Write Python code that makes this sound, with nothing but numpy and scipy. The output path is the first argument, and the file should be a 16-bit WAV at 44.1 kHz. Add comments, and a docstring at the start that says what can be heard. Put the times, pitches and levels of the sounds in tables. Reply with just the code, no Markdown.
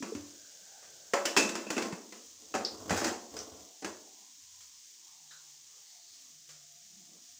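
"""A small tiled kitchen: an aluminium pressure cooker lid is picked up, clanked onto its pot,
seated and twisted shut. Every blow rings the metal and the room; the lugs scrape, the rubber gasket
rubs and snaps, and the handles knock together. A pan sizzles on the next burner throughout,
over faint background noise and a few far-off knocks."""
import sys
import numpy as np
from scipy import signal
from scipy.fft import rfft, irfft, next_fast_len
from scipy.io import wavfile
from scipy.ndimage import uniform_filter1d

SR = 44100
rng = np.random.default_rng(int(sys.argv[2]) if len(sys.argv) > 2 else 0)


def inscribe(sig):
    """Save sig as 16-bit PCM at rate SR to the path in sys.argv[1].

    A 1-D sig is mono; a 2-D sig holds one channel per row.
    Samples are clipped to [-1, 1] before scaling.
    """
    pcm = np.round(np.clip(np.atleast_2d(sig).T, -1, 1) * 32767)
    wavfile.write(sys.argv[1], SR, pcm.astype(np.int16))


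N = 325899
TAIL = 32000  # samples in one hit and its decay
T = np.arange(N) / SR
AGE = T[:TAIL]  # seconds since a hit


def undb(db):
    """Decibels to gain."""
    return 10 ** (np.asarray(db) / 20)


def unit(x):
    """Scale to rms 1."""
    return x / np.sqrt(np.mean(x ** 2) + 1e-30)


def freqs(x):
    """Frequencies of the spectrum of x, floored at 1 Hz."""
    return np.maximum(np.fft.rfftfreq(next_fast_len(len(x)), 1 / SR), 1)


def shape(x, gain):
    """Filter x by a gain for each frequency."""
    size = next_fast_len(len(x))
    return irfft(rfft(x, size) * gain, size)[:len(x)]


def colour(x, points):
    """EQ x along a curve of (Hz, dB) points."""
    hz, db = np.transpose(points)
    return shape(x, undb(np.interp(np.log(freqs(x)), np.log(hz), db)))


def noise_band(length, hz, width_hz):
    """Noise through one resonance, rms 1."""
    noise = rng.standard_normal(length)
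    return unit(shape(noise, 1 / (1 + ((freqs(noise) - hz) / (width_hz / 2)) ** 2)))


def fade(t60_s):
    """Free decay, 60 dB down after t60_s."""
    return np.exp(-np.log(1000) * AGE / t60_s)


def swell(attack_s):
    """Rounded attack of a hit."""
    return 1 - np.exp(-AGE / attack_s)


def drift(rate_hz):
    """Slow random wander, spread near 1."""
    hold = int(SR / rate_hz)
    steps = np.repeat(rng.standard_normal(N // hold + 1), hold)
    return 1.2 * uniform_filter1d(steps, hold)[:N]


def clicks(per_s, spread_db):
    """Random tiny impacts, a few much stronger than the rest."""
    impacts = (rng.random(N) < per_s / SR) * rng.standard_normal(N)
    return unit(impacts * undb(spread_db * np.minimum(rng.exponential(size=N), 4)))


def add(out, start_s, sound):
    """Mix a sound in at a time."""
    i = max(int(start_s * SR), 0)
    out[i:i + len(sound)] += sound[:N - i]


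def background_noise():
    """Faint low background noise that wavers unevenly, band by band."""
    # spectrum of the noise: freq_hz, level_db
    noise_eq = [(24, -43), (40, -17), (65, -1.5), (145, -4), (172, -2.5), (271, -2), (336, -1.5),
                (503, -16), (692, -7.5), (846, -3.5), (1200, -3), (1290, -8.5), (1500, -23.5), (2200, -20),
                (2860, -48), (4840, -120)]
    noise, out = colour(rng.standard_normal(N), noise_eq), 0
    octave = np.log2(freqs(noise))
    for centre in np.arange(5, 12, .5):
        band = shape(noise, np.maximum(1 - 2 * abs(octave - centre), 0))
        out += band * undb(8.2 * drift(rate_hz=5.8))
    return undb(-73.5) * unit(out)


def faint_tones():
    """Unsteady, breathy tones that come and go in the background."""
    # bands of pitched noise: start_s, end_s, pitch_hz, width_hz, level_db
    tones = [(0.28, 1.176, 565, 380, -68.5), (0.28, 1.174, 1566, 290, -70), (4.15, 4.691, 1010, 130, -79),
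             (5.165, 5.9, 804, 47, -83.5), (5.85, 6.2, 4490, 1000, -63.5), (5.9, 7.377, 700, 75, -81.5),
             (5.101, 5.6, 147, 11, -85), (6.3, 7.0, 149.5, 13, -78)]
    out = 0
    for start_s, end_s, pitch_hz, width_hz, level_db in tones:
        gate = uniform_filter1d(1. * ((T > start_s) & (T < end_s)), size=4000)
        out += undb(level_db + 2.5 * drift(rate_hz=12)) * gate * noise_band(N, pitch_hz, width_hz)
    return out


def frying_pan():
    """A fine fizz of bursting bubbles with sharper spits, fading as the microphone drifts away."""
    # spectrum of the sizzle: freq_hz, level_db
    sizzle_eq = [(1060, -27), (1800, -14.5), (2650, -12.5), (2910, -9.5), (3430, -7), (4100, -7),
                 (4590, -4.5), (5930, 1.5), (6870, 1.5), (10600, -22.5), (13400, -23.5), (14000, -24)]
    level_db, fall_db_per_s = -54, 0.2845
    fizz = rng.standard_normal(N) * undb(.5 * drift(rate_hz=12))
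    spits = undb(-7) * clicks(per_s=900, spread_db=1.5)
    return undb(level_db - fall_db_per_s * T) * unit(colour(fizz + spits, sizzle_eq))


def register_levels(strength_db, hardness_db, body_db):
    """Thump, low, mid, clang and bright in dB: hardness tilts them up, the hollow body lifts the middle."""
    tilt_db = hardness_db * np.array([-1.5, -.5, .5, 1.5])
    hollow_db = body_db * np.array([0, 1, .5, 0])
    return [strength_db - 18.5, *(strength_db + tilt_db + hollow_db)]


def metal_wash(levels_db):
    """Countless weak metal and room modes: each register has its own level and dies at its own pace."""
    # spectrum of the weak modes as the room returns them: freq_hz, level_db
    metal_eq = [(35, -81.5), (55, -24.5), (85, -11.5), (145, -24), (200, 4.5), (350, 5.5), (900, -4.5),
                (1900, -7.5), (2250, -11), (2650, -12.5), (3800, -17), (5200, -12), (7300, -12.5),
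                (9500, -28.5), (14000, -40.5)]
    # registers from thump to bright: upper_edge_hz, t60_s
    registers = [(150, 0.23), (450, 0.72), (1200, 0.59), (3000, 0.37), (20000, 0.39)]
    bunch_db, bunch_hz = 3.5, 30  # the modes bunch unevenly along the spectrum
    crack_db, crack_s = 5.5, 0.0049  # the direct sound briefly stands above the room
    dense = colour(rng.standard_normal(TAIL), metal_eq)
    hz, below, out = freqs(dense), 0, 0
    bunching = undb(bunch_db * np.interp(hz / bunch_hz, np.arange(TAIL), rng.standard_normal(TAIL)))
    for (upper_edge_hz, t60_s), level_db in zip(registers, levels_db):
        lowpass = 1 / (1 + (hz / upper_edge_hz) ** 8)
        register = unit(shape(dense, bunching * (lowpass - below)))
        out += undb(level_db) * register * fade(t60_s)
        below = lowpass
    return out * (1 + undb(crack_db) * np.exp(-AGE / crack_s))


def far_knocks():
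    """Small things touched across the kitchen, heard mostly as room, and one utensil clink."""
    # light knocks: start_s, strength_db, hardness_db, body_db
    touches = [(0.825, -68.5, 6.5, 6.5), (4.604, -71, 11.5, -6), (5.312, -77, 14.5, 4),
               (6.488, -67.5, 10.5, 2.5)]
    # resonances of the utensil: start_s, level_db, pitch_hz, width_hz
    clinks = [(5.308, -55.5, 1500, 453), (5.308, -55, 4000, 500)]
    out = np.zeros(N)
    for start_s, strength_db, hardness_db, body_db in touches:
        wash = metal_wash(register_levels(strength_db, hardness_db, body_db))
        add(out, start_s, wash * swell(attack_s=0.0052))
    for start_s, level_db, pitch_hz, width_hz in clinks:
        add(out, start_s, undb(level_db) * noise_band(TAIL, pitch_hz, width_hz) * fade(t60_s=0.37))
    return out


def low_note(pitch_hz, t60_s, attack_s):
    """One low mode pushed softly."""
    return np.sin(2 * np.pi * pitch_hz * AGE) * fade(t60_s) * swell(attack_s)


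def stove_booms():
    """A shove on the pot booms the stove top."""
    # modes of the stove top: pitch_hz, level_db, t60_s
    modes = [(83, -3, 0.33), (99.8, -2, 0.43)]
    # shoves against the stove: start_s, level_db
    shoves = [(0.156, -47.5), (2.549, -51.5), (2.906, -35), (3.05, -48), (3.852, -56.5)]
    boom = sum(undb(db) * low_note(hz, t60_s, attack_s=0.0031) for hz, db, t60_s in modes)
    out = np.zeros(N)
    for start_s, level_db in shoves:
        add(out, start_s, undb(level_db) * boom)
    return out


def handling_bumps():
    """Dull, hand-damped knocks on the lid, each sounding one low note."""
    # hollow bumps: start_s, level_db, pitch_hz, t60_s
    bumps = [(0.004, -34.5, 281, 0.11), (0.026, -24, 272, 0.051), (0.09, -37, 352, .15),
             (0.121, -24.5, 440, .05), (0.15, -25.5, 251, 0.03), (1.927, -27.5, 184, 0.065),
             (2.907, -23, 184, 0.11)]
    out = np.zeros(N)
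    for start_s, level_db, pitch_hz, t60_s in bumps:
        add(out, start_s, undb(level_db) * low_note(pitch_hz, t60_s, attack_s=0.0023))
    return out


def cooker_ring(favoured_hz, lift_db):
    """The strong modes, beating as close pairs do; the place of contact favours those near one pitch."""
    # modes of the cooker: pitch_hz, level_db, t60_s
    modes = [(208, -14, .45), (290, -12, .55), (320, -7, .5), (339, -1, .6), (411, -10, .5), (458, -7, .6),
             (525, -12, .5), (563, -9, .6), (600, -13, .5), (675, -13, .5), (766, -11, .5), (851, -13, .5),
             (985, -12, .5), (1062, -11, .45), (1140, -14, .45), (1319, -15, .45), (1510, -12, .45),
             (1787, -13, .3), (2003, -11, .35), (2445, -10, .35), (2570, -16, .35), (2610, -11, .42),
             (2683, -12, .42), (2993, -19, .35), (3187, -19, .3), (4985, -13, .3), (5475, -17, .35),
             (6074, -13, .33), (6180, -9, .33), (7160, -11, .33)]
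    favour_octaves, beat_depth, pair_split = 0.093, 0.12, 0.005
    out = 0
    for (pitch_hz, level_db, t60_s), (phase, spread, beat_phase) in zip(modes, rng.random((len(modes), 3))):
        favour_db = lift_db * np.exp(-.5 * (np.log2(pitch_hz / favoured_hz) / favour_octaves) ** 2)
        beat_hz = pitch_hz * pair_split * (.5 + spread)
        beat = 1 + beat_depth * np.sin(2 * np.pi * (beat_hz * AGE + beat_phase))
        partial = np.sin(2 * np.pi * (pitch_hz * AGE + phase))
        out += undb(level_db + favour_db) * fade(t60_s) * beat * partial
    return out


def stroke_force(strokes, attack_s, release_s):
    """Envelope of sliding strokes: each sets in, tightens or eases at a steady rate, and lets go."""
    out = 0
    for start_s, end_s, level_db, rise_db_per_s in strokes:
        age = np.clip(T - start_s, 0, end_s - start_s)
        attack = 1 - np.exp(-age / attack_s)
        release = np.exp(-np.maximum(T - end_s, 0) / release_s)
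        out += undb(level_db + rise_db_per_s * age) * attack * release
    return out


def friction(force, slips, body):
    """Stick-slip pulses ring the cooker as long as the lid turns."""
    return signal.fftconvolve(slips * force, body / np.linalg.norm(body))[:N]


def gasket_rub():
    """The rubber gasket judders dully as it drags on the rim."""
    # drags: start_s, end_s, level_db, rise_db_per_s
    drags = [(2.37, 2.53, -62.5, -4), (2.67, 2.92, -52.5, 31), (3.3, 3.64, -46.5, -32.5)]
    force = stroke_force(drags, attack_s=0.021, release_s=0.01)
    slips = clicks(per_s=400, spread_db=1.5)
    return friction(force, slips, metal_wash(levels_db=[-2.5, -1, 4, -17.5, -2]))


def gasket_snaps():
    """The gasket snaps free: a short high chirp, then its reflections from the tiles."""
    # snaps: start_s, chirp_db, echo_db, pitch_hz, width_hz
    snaps = [(2.6487, -18, -33.5, 4890, 1246), (3.389, -27, -42.5, 5800, 1700),
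             (3.404, -37, -52, 6000, 1760)]
    half_length_s = 0.00076
    out = np.zeros(N)
    for start_s, chirp_db, echo_db, pitch_hz, width_hz in snaps:
        chirp = np.sin(2 * np.pi * pitch_hz * AGE) * np.exp(-(AGE / half_length_s - 2) ** 2)
        echo = noise_band(TAIL, pitch_hz, width_hz) * fade(t60_s=0.28)
        add(out, start_s, undb(chirp_db) * chirp + undb(echo_db) * echo)
    return out


def lug_grind():
    """Metal lugs grind brightly under the rim as the grip tightens; the finest roughness adds a rasp."""
    # the locking turn: start_s, end_s, level_db, rise_db_per_s
    turn = [(2.9, 3.085, -38.5, 33)]
    force = stroke_force(turn, attack_s=0.0047, release_s=0.0098)
    slips = clicks(per_s=900, spread_db=4.5)
    wash = metal_wash(levels_db=[-28, -5, 2, 0, 3])
    ring = undb(-13) * cooker_ring(favoured_hz=546, lift_db=19)
    rasp = undb(-30.5) * force * noise_band(N, hz=10600, width_hz=5000)
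    return friction(force, slips, wash + ring) + rasp


def lid_clanks():
    """Lid against rim, lug against lug, handle against handle: each blow rings metal and room."""
    # blows on lid and pot: start_s, strength_db, hardness_db, body_db, favoured_hz, lift_db
    blows = [ (0.0243, -46.5, -1.5, -5, 1234, 17), (0.149, -52, -0.5, -9.5, 290, 25.5),
             (1.135, -45, 3.5, 14.5, 550, 30), (1.1355, -44, 2, 7.5, 1277, 27.5),
             (1.2535, -40.5, 4.5, 0.5, 2930, 22.5), (1.365, -35, 2, 1.5, 2584, 23),
             (1.3718, -30, 2, -10.5, 5800, 9.5), (1.491, -44.5, 0.5, -6, 2630, 3.5),
             (1.553, -47.5, 3, 5.5, 4985, 13), (1.667, -53, -3, -2, 2630, 16.5),
             (1.703, -40, 0.5, -6.5, 302, 10), (1.766, -42, -3, -5, 2630, 15.5),
             (1.779, -43.5, 1, 3.5, 330, 14.5), (1.822, -43, -1, -8, 339, 6.5),
             (1.85, -50, -1.5, -4, 1062, 20.5), (1.924, -55.5, 2.5, 5, 2610, 13.5),
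             (2.123, -56.5, 1, -1.5, 208, 15), (2.54, -45.5, -2, 4.5, 770, 27.5),
             (2.549, -41, -0.5, 0.5, 564, 18.5), (2.895, -49, 4, 3, 2003, 18),
             (2.906, -39, -1, 2.5, 1062, 10.5), (3.015, -49.5, -3.5, 9, 339, 18.5),
             (3.043, -39.5, 1.5, -3.5, 334, 13.5), (3.366, -55, 4, -2, 4985, 23),
             (3.823, -53, -2.5, -6, 776, 19.5), (3.845, -46.5, 1.5, 0.5, 316, 11.5), ]
    # an edge strikes sharply, the face that lands just after it softly
    edge_attack_s, face_attack_s, face_within_s = 0.0007, 0.001, .03
    seated_s, gasket_t60_s = 1.6, 0.98  # once the lid is seated, the rubber drains the ring
    radiate_hz = 125  # the small lid radiates little below this
    out, previous_s = np.zeros(N), -1
    for start_s, strength_db, hardness_db, body_db, favoured_hz, lift_db in blows:
        attack_s = face_attack_s if start_s - previous_s < face_within_s else edge_attack_s
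        damping = fade(gasket_t60_s) if start_s > seated_s else 1
        wash = metal_wash(register_levels(strength_db, hardness_db, body_db))
        ring = undb(strength_db - 1.5) * damping * cooker_ring(favoured_hz, lift_db)
        add(out, start_s, (wash + ring) * swell(attack_s))
        previous_s = start_s
    return signal.sosfilt(signal.butter(2, radiate_hz, "high", fs=SR, output="sos"), out)


def scene():
    """The cooker and the kitchen around it, in mono."""
    hits = lid_clanks() + handling_bumps() + stove_booms()
    distant = faint_tones() + far_knocks()
    twist = lug_grind() + gasket_rub() + gasket_snaps()
    return (hits + distant + twist + frying_pan() + background_noise())[None]


def record(dry):
    """The microphone drops the deep bass; its port resonates in the top octave, under a steep high cut."""
    low_cut_hz, high_cut_hz = 61, 15900
    port_hz, port_width_hz, port_db = 15030, 310, 17
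    sound = signal.sosfilt(signal.butter(4, low_cut_hz, "high", fs=SR, output="sos"), dry[0])
    port = undb(port_db * np.exp(-.5 * ((freqs(sound) - port_hz) / port_width_hz) ** 2))
    high_cut = signal.ellip(10, .2, 70, high_cut_hz, fs=SR, output="sos")
    return signal.sosfilt(high_cut, shape(sound, port))[None]


dry = scene()
out = record(dry)
inscribe(out)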